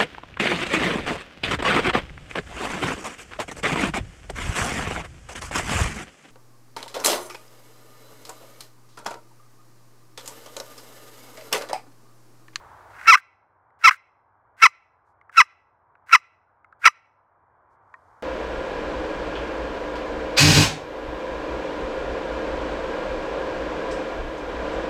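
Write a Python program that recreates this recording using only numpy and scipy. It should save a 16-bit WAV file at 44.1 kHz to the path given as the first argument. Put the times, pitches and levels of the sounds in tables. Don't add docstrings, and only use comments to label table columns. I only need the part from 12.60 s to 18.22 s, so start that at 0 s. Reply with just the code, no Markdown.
import sys
import numpy as np
from scipy import signal
from scipy.fft import rfft, irfft, next_fast_len
from scipy.io import wavfile
from scipy.ndimage import uniform_filter1d

SR = 44100
rng = np.random.default_rng(int(sys.argv[2]) if len(sys.argv) > 2 else 0)


def gain_from_db(level_db):
    decades = np.asarray(level_db, float) / 20
    return 10 ** decades


def put_to_file(sound):
    columns = np.atleast_2d(sound).T
    safe = np.clip(columns, -1, 1)
    whole_steps = np.round(safe * 32767)
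    wavfile.write(sys.argv[1], SR, whole_steps.astype(np.int16))


N = 248028

# (lid touches [s], grips [s], starts its sweep [s], reaches the wide end [s], lets go [s])
STROKE_TIMES = [
    (.471, .478, .495, .533, .554),
    (1.236, 1.243, 1.252, 1.280, 1.292),
    (2.017, 2.026, 2.036, 2.060, 2.066),
    (2.766, 2.778, 2.783, 2.807, 2.816),
    (3.522, 3.529, 3.535, 3.552, 3.559),
    (4.249, 4.256, 4.260, 4.275, 4.281),
]
# (time [s], length [s], first level [dB], last level [dB])
LID_SLIDE_OFFS = [
    (.571, .034, -29, -54),
    (1.309, .018, -22, -33),
    (1.327, .042, -28, -62),
]


def unit(x):
    return x / np.sqrt(np.mean(x ** 2))


def resonance(x, hz, width_hz):
    return signal.lfilter(*signal.iirpeak(hz, hz / width_hz, fs=SR), x)


def steep_resonance(x, hz, width_hz):
    return resonance(resonance(x, hz, width_hz), hz, width_hz)


def butterworth(x, order, hz, kind):
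    return signal.sosfilt(signal.butter(order, hz, kind, fs=SR, output="sos"), x)


def curve(rows, column, outside):
    rows = np.array(rows)
    return np.interp(np.arange(N) / SR, rows[:, 0], rows[:, column], outside, outside)


def clicks(times_s, sizes):
    out = np.zeros(N)
    at = np.asarray(times_s)[:, None] * SR
    taps = np.floor(at).astype(int) + np.arange(-7, 9)
    window = np.cos(np.pi * (taps - at) / 16) ** 2
    np.add.at(out, taps, np.asarray(sizes)[:, None] * np.sinc(taps - at) * window)
    return out


def box(x):
    # (frequency [Hz], width [Hz], level [dB])
    modes = [(1060, 290, -1.5), (1225, 90, 4.5), (1315, 170, 5), (1600, 300, 3), (1785, 110, 1),
             (2010, 380, 1), (2330, 110, 2), (2487, 170, 0), (2956, 210, -9.5), (3136, 560, -19),
             (4100, 170, -17.5), (4730, 300, -22.5), (4900, 470, -12.5), (5313, 170, -10), (5900, 220, -13),
             (6490, 210, -24.5), (7970, 240, -28)]
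    # (frequency [Hz], width [Hz], share cancelled [0-1])
    hollows = [(900, 110, .7), (2400, 200, 0.5), (3640, 570, 0.8), (4355, 350, .9), (4820, 270, 0.6)]
    rings = np.zeros(len(x))
    for k, (hz, width_hz, db) in enumerate(modes):
        rings += (-1) ** k * gain_from_db(db) * resonance(x, hz, width_hz)
    for hz, width_hz, share in hollows:
        rings = rings - share * resonance(rings, hz, width_hz)
    return butterworth(rings, 4, 880, "high")


def duck():
    drop_db, recover_db_per_s = -18, 8
    t, db = np.arange(N) / SR, np.zeros(N)
    for _, grip, *_ in STROKE_TIMES:
        since = t - grip
        db = np.where(since > 0, np.minimum(drop_db + recover_db_per_s * since, 0), db)
    return gain_from_db(uniform_filter1d(db, size=800))


def woods(gain):
    # (frequency [Hz], level per Hz [dB])
    spectrum = [(15, -43.5), (25, -12.5), (70, -5.5), (96, -3), (113, -5.5), (179, -18.5), (333, -12),
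                (402, -10.5), (541, -8), (953, 1), (1510, -7.5), (2730, -27.5), (3670, -29), (6130, -31.5),
                (15800, -40)]
    level_db, flicker_db = -47.5, 0.4
    hum_hz, hum_width_hz, hum_db = 97, 9.8, -16.5
    treble_hz, treble_duck, bass_hz, bass_duck = 2940, 3.6, 60, 0.65
    spectrum_hz, spectrum_db = np.transpose(spectrum)
    size = next_fast_len(N, real=True)
    f = np.fft.rfftfreq(size, 1 / SR) + 1
    noise = rfft(rng.standard_normal(size)) * gain_from_db(np.interp(np.log(f), np.log(spectrum_hz), spectrum_db))
    noise = noise / np.sqrt(np.mean(irfft(noise, size) ** 2))
    out = gain * gain_from_db(hum_db) * unit(resonance(rng.standard_normal(N), hum_hz, hum_width_hz))
    half_octave = np.round(2 * np.log2(f))
    coarse = np.arange(0, N, 200)
    for band in range(8, 29):
        walk = np.repeat(rng.standard_normal(len(coarse) // 20 + 1), 20)[:len(coarse)]
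        walk = unit(uniform_filter1d(walk, size=20))
        hz = 2 ** (band / 2)
        sink = 1 + (treble_duck - 1) / (1 + (treble_hz / hz) ** 6) + bass_duck / (1 + (hz / bass_hz) ** 4)
        band_gain = np.repeat(gain[coarse] ** sink * gain_from_db(flicker_db * walk), repeats=200)[:N]
        out = out + band_gain * irfft(noise * (half_octave == band), size)[:N]
    return out * gain_from_db(level_db)


def slides():
    # (lead [s], first level [dB], level before the bite [dB], at the bite [dB])
    approaches = [
        (.17, -58, -33, -17),
        (.046, -64, -40, -29),
        (.05, -66, -30, -22),
        (.05, -62, -33, -28),
        (.06, -64, -29, -22.5),
        (.055, -72, -23, -24),
    ]
    bite_s = .005
    ramps = []
    for (touch, *_), (lead, first_db, near_db, bite_db) in zip(STROKE_TIMES, approaches):
        ramps.append([(touch - lead, first_db), (touch - bite_s, near_db), (touch, bite_db)])
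    for s, length, first_db, last_db in LID_SLIDE_OFFS:
        ramps.append([(s, first_db), (s + length, last_db)])
    return ramps


def scrapes():
    grains_per_s, hiss_db, slide_off_hiss_db = 2500, -31, 3.5
    hiss_sink = .33
    grains = (rng.random(N) < grains_per_s / SR) * rng.standard_normal(N)
    grains = grains * gain_from_db(2.5 * rng.exponential(size=N))
    body = unit(resonance(box(grains), 1650, 800))
    hiss = unit(resonance(rng.standard_normal(N) + .5 * unit(grains), 3500, 6000))
    body_gain = sum(gain_from_db(curve(rows, 1, -200)) for rows in slides())
    hiss_gain = gain_from_db(hiss_db) * body_gain ** (1 - hiss_sink) * (body_gain > 1e-6)
    for s, length, *_ in LID_SLIDE_OFFS:
        hiss_gain *= gain_from_db(curve([(s, slide_off_hiss_db), (s + length, slide_off_hiss_db)], 1, 0))
    return uniform_filter1d(body_gain, size=130) * body + uniform_filter1d(hiss_gain, size=130) * hiss


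def blows():
    # (time [s], peak [dB], low ring [Hz], high ring [Hz], t60 [s])
    ticks = [
        (0.572, -24, 1171, 1609, .018),
        (1.104, -50, 893, 1600, .017),
        (1.3095, -6, 1220, 1577, .019),
        (2.613, -39, 1123, 2112, .018),
        (2.695, -30.5, 1345, 1687, .018),
        (3.353, -44.5, 957, 1536, .022),
        (4.045, -37.5, 1264, 2095, .018),
        (4.125, -36, 1320, 1610, .027),
        (5.34, -28, 1060, 1850, .035),
    ]
    # (time [s], peak [dB], high ring [Hz], t60 [s])
    catches = [
        (.458, -22, 1850, .03),
        (.4665, -19, 2200, .015),
        (3.514, -14.5, 2300, .015),
        (3.519, -21, 2000, .015),
        (4.2435, -10.5, 2400, .029),
    ]
    rows = [(s, db, low_hz, high_hz, -1.5, t60) for s, db, low_hz, high_hz, t60 in ticks]
    rows += [(s, db, 1290, high_hz, 3, t60) for s, db, high_hz, t60 in catches]
    rows += [(let_go - .0005, -8, 1200, 2610, -13, .04) for *_, let_go in STROKE_TIMES]
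    return rows


def knocks():
    ring_rise_s, rattle_decay_s = 0.00053, 0.00067
    snap_db, snap_hz, rattle_db = -27, 4500, 11.5
    out, rattle, t = np.zeros(N), np.zeros(N), np.arange(SR // 8) / SR
    for s, db, low_hz, high_hz, high_db, t60 in blows():
        ring = np.sin(2 * np.pi * low_hz * t) + gain_from_db(high_db) * np.sin(2 * np.pi * high_hz * t)
        envelope = 1000. ** (-t / t60) * (1 - np.exp(-t / ring_rise_s)) ** 2
        grit = rng.standard_normal(len(t)) * np.exp(-t / rattle_decay_s)
        out[int(s * SR):][:len(t)] += gain_from_db(db - 2) * ring * envelope
        rattle[int(s * SR):][:len(t)] += gain_from_db(db) * grit
    rings = butterworth(out, 2, 700, "high")
    snap = gain_from_db(snap_db) * steep_resonance(rattle, snap_hz, 5000)
    return rings + snap + gain_from_db(rattle_db) * steep_resonance(box(rattle), 1400, 1300)


def slip_rate(touch, grip, top, wide, end):
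    touch_hz, grip_hz, top_hz, wide_hz = 1270, 1330, 1362, 975
    sweep_bend, rise_hz_per_s = 1.5, 12000
    share = np.linspace(0, 1, num=10)
    fall_hz = top_hz - (top_hz - wide_hz) * share ** sweep_bend
    return [(touch, touch_hz), (grip, grip_hz), *zip(top + share * (wide - top), fall_hz),
            (end, wide_hz + rise_hz_per_s * (end - wide))]


def stroke(times, hand):
    touch, grip, top, wide, end = times
    touch_db, grip_db, wide_db, end_db, shake = hand
    shake_holds, shake_ends, ease_share = .17, .36, .7
    ease_db = -2.5
    slide_s = .006
    sweep = wide - top
    s = np.array([touch, grip, top + shake_holds * sweep, top + shake_ends * sweep,
                  top + ease_share * sweep, wide, min(wide + slide_s, end), end])
    db = np.interp(s, [touch, grip, wide, end], [touch_db, grip_db, wide_db, end_db])
    db[4] += ease_db
    rough = [.5, .17, .11, .11, .03, .07, .36, .36]
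    return np.transpose([s, db, rough, shake * np.array([.4, 1, 1, 0, 0, 0, 0, 0])])


def yelps():
    # (pressure at the touch [dB], at the grip [dB], at the wide end [dB],
    # at the let-go [dB], lid shake [0-1])
    hands = [
        (-22, -12.5, -5.5, -13, .75),
        (-28, -13, -4.5, -9, .8),
        (-23, -11, -5.5, -8, .9),
        (-30, -11, -3.5, -10, .03),
        (-24, -10, -4.5, -8, .4),
        (-27, -10.5, -6, -8, 1),
    ]
    lid_turns = 5 / 3
    lid_ring_db, tone_db, scatter_db = -5, 28, 9
    rasp_db, rasp_hz, thump_db, thump_hz = -34, 8500, -43, 260
    times, sizes, pressure, ring = [], [], np.zeros(N), np.zeros(N)
    for moments, hand in zip(STROKE_TIMES, hands):
        rate_s, rate_hz = np.transpose(slip_rate(*moments))
        rows = stroke(moments, hand)
        s, db, rough, shake = np.transpose(rows)
        t = s[0]
        for stretch, scatter in rng.standard_normal((200, 2)):
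            if t > s[-1]:
                break
            loose = np.interp(t, s, rough)
            lid = np.interp(t, s, shake) * np.sin(2 * np.pi * lid_turns * len(times))
            times.append(t)
            sizes.append(gain_from_db(np.interp(t, s, db) + scatter_db * loose * scatter) * (1 + 1.7 * lid))
            t += np.exp(.9 * loose ** 2 * stretch) / np.interp(t, rate_s, rate_hz)
        press = curve(rows, 1, -200)
        pressure += gain_from_db(press)
        ring += gain_from_db(press + lid_ring_db) * curve(rows, 3, 0)
    slip = clicks(times, sizes)
    tone = butterworth(box(slip), 4, 7500, "low")
    puffs = uniform_filter1d(np.abs(slip), size=24) * 30
    rasp = gain_from_db(rasp_db) * puffs * unit(resonance(rng.standard_normal(N), rasp_hz, 6700))
    low = unit(steep_resonance(rng.standard_normal(N), thump_hz, 500))
    thump = gain_from_db(thump_db) * uniform_filter1d(pressure, size=200) * low
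    slip_count = np.interp(np.arange(N) / SR, times, np.arange(len(times)))
    lid_ring = uniform_filter1d(ring, size=60) * np.cos(2 * np.pi * lid_turns * slip_count)
    return gain_from_db(tone_db) * tone + lid_ring + rasp + thump


def treble_smear(near):
    level_db, t60_s = -41, .09
    t = np.arange(SR // 8) / SR
    tail = gain_from_db(level_db) * 1000. ** (-t / t60_s) * rng.standard_normal(len(t))
    return signal.fftconvolve(resonance(near, 9000, 8000), tail)[:N]


def trees(near):
    # (delay [s], level [dB])
    tree_lines = [
        (0.103, -48.5),
        (.19, -62),
    ]
    wash_db, t60_s, wash_hz, smear_s = -39.5, 0.65, 2200, 0.015
    t = np.arange(SR) / SR
    shape = gain_from_db(wash_db) * 1000. ** (-t / t60_s) * (1 - np.exp(-t / 0.015))
    for s, db in tree_lines:
        shape = shape + gain_from_db(db - 2.5) * np.exp(-.5 * ((t - s) / smear_s) ** 2)
    tail = shape * unit(resonance(rng.standard_normal(SR), wash_hz, 3000)) * gain_from_db(-42)
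    return signal.fftconvolve(near, tail)[:N]


def faint_treble():
    # (time [s], length [s], level [dB])
    treble_swells = [
        (2.44, .1, -86),
        (5.09, .08, -85),
        (5.2, .8, -80),
    ]
    t = np.arange(N) / SR
    swell = sum(gain_from_db(db) * np.sin(np.pi * np.clip((t - s) / length, 0, 1)) for s, length, db in treble_swells)
    grit = rng.standard_normal(N) * gain_from_db(2.0 * rng.exponential(size=N))
    return swell * unit(resonance(resonance(grit, 5000, 6000), 6000, 9000))


def scene():
    call = scrapes() + knocks() + yelps()
    return (woods(duck()) + call + treble_smear(call) + trees(call) + faint_treble())[None]


def top_cut(x):
    return signal.sosfilt(signal.butter(12, 15900, fs=SR, output="sos"), x)


def record(dry):
    clipped = np.clip(np.tanh(0.52 * dry) / 0.59 + 0.0021 * dry ** 2, -1, 1)
    mix = dry + butterworth(clipped - dry, 2, 120, "high")
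    mix = signal.sosfilt(signal.ellip(8, .2, 50, 15800, fs=SR, output="sos"), mix)
    return top_cut(mix)


dry = scene()
out = record(dry)
put_to_file(out)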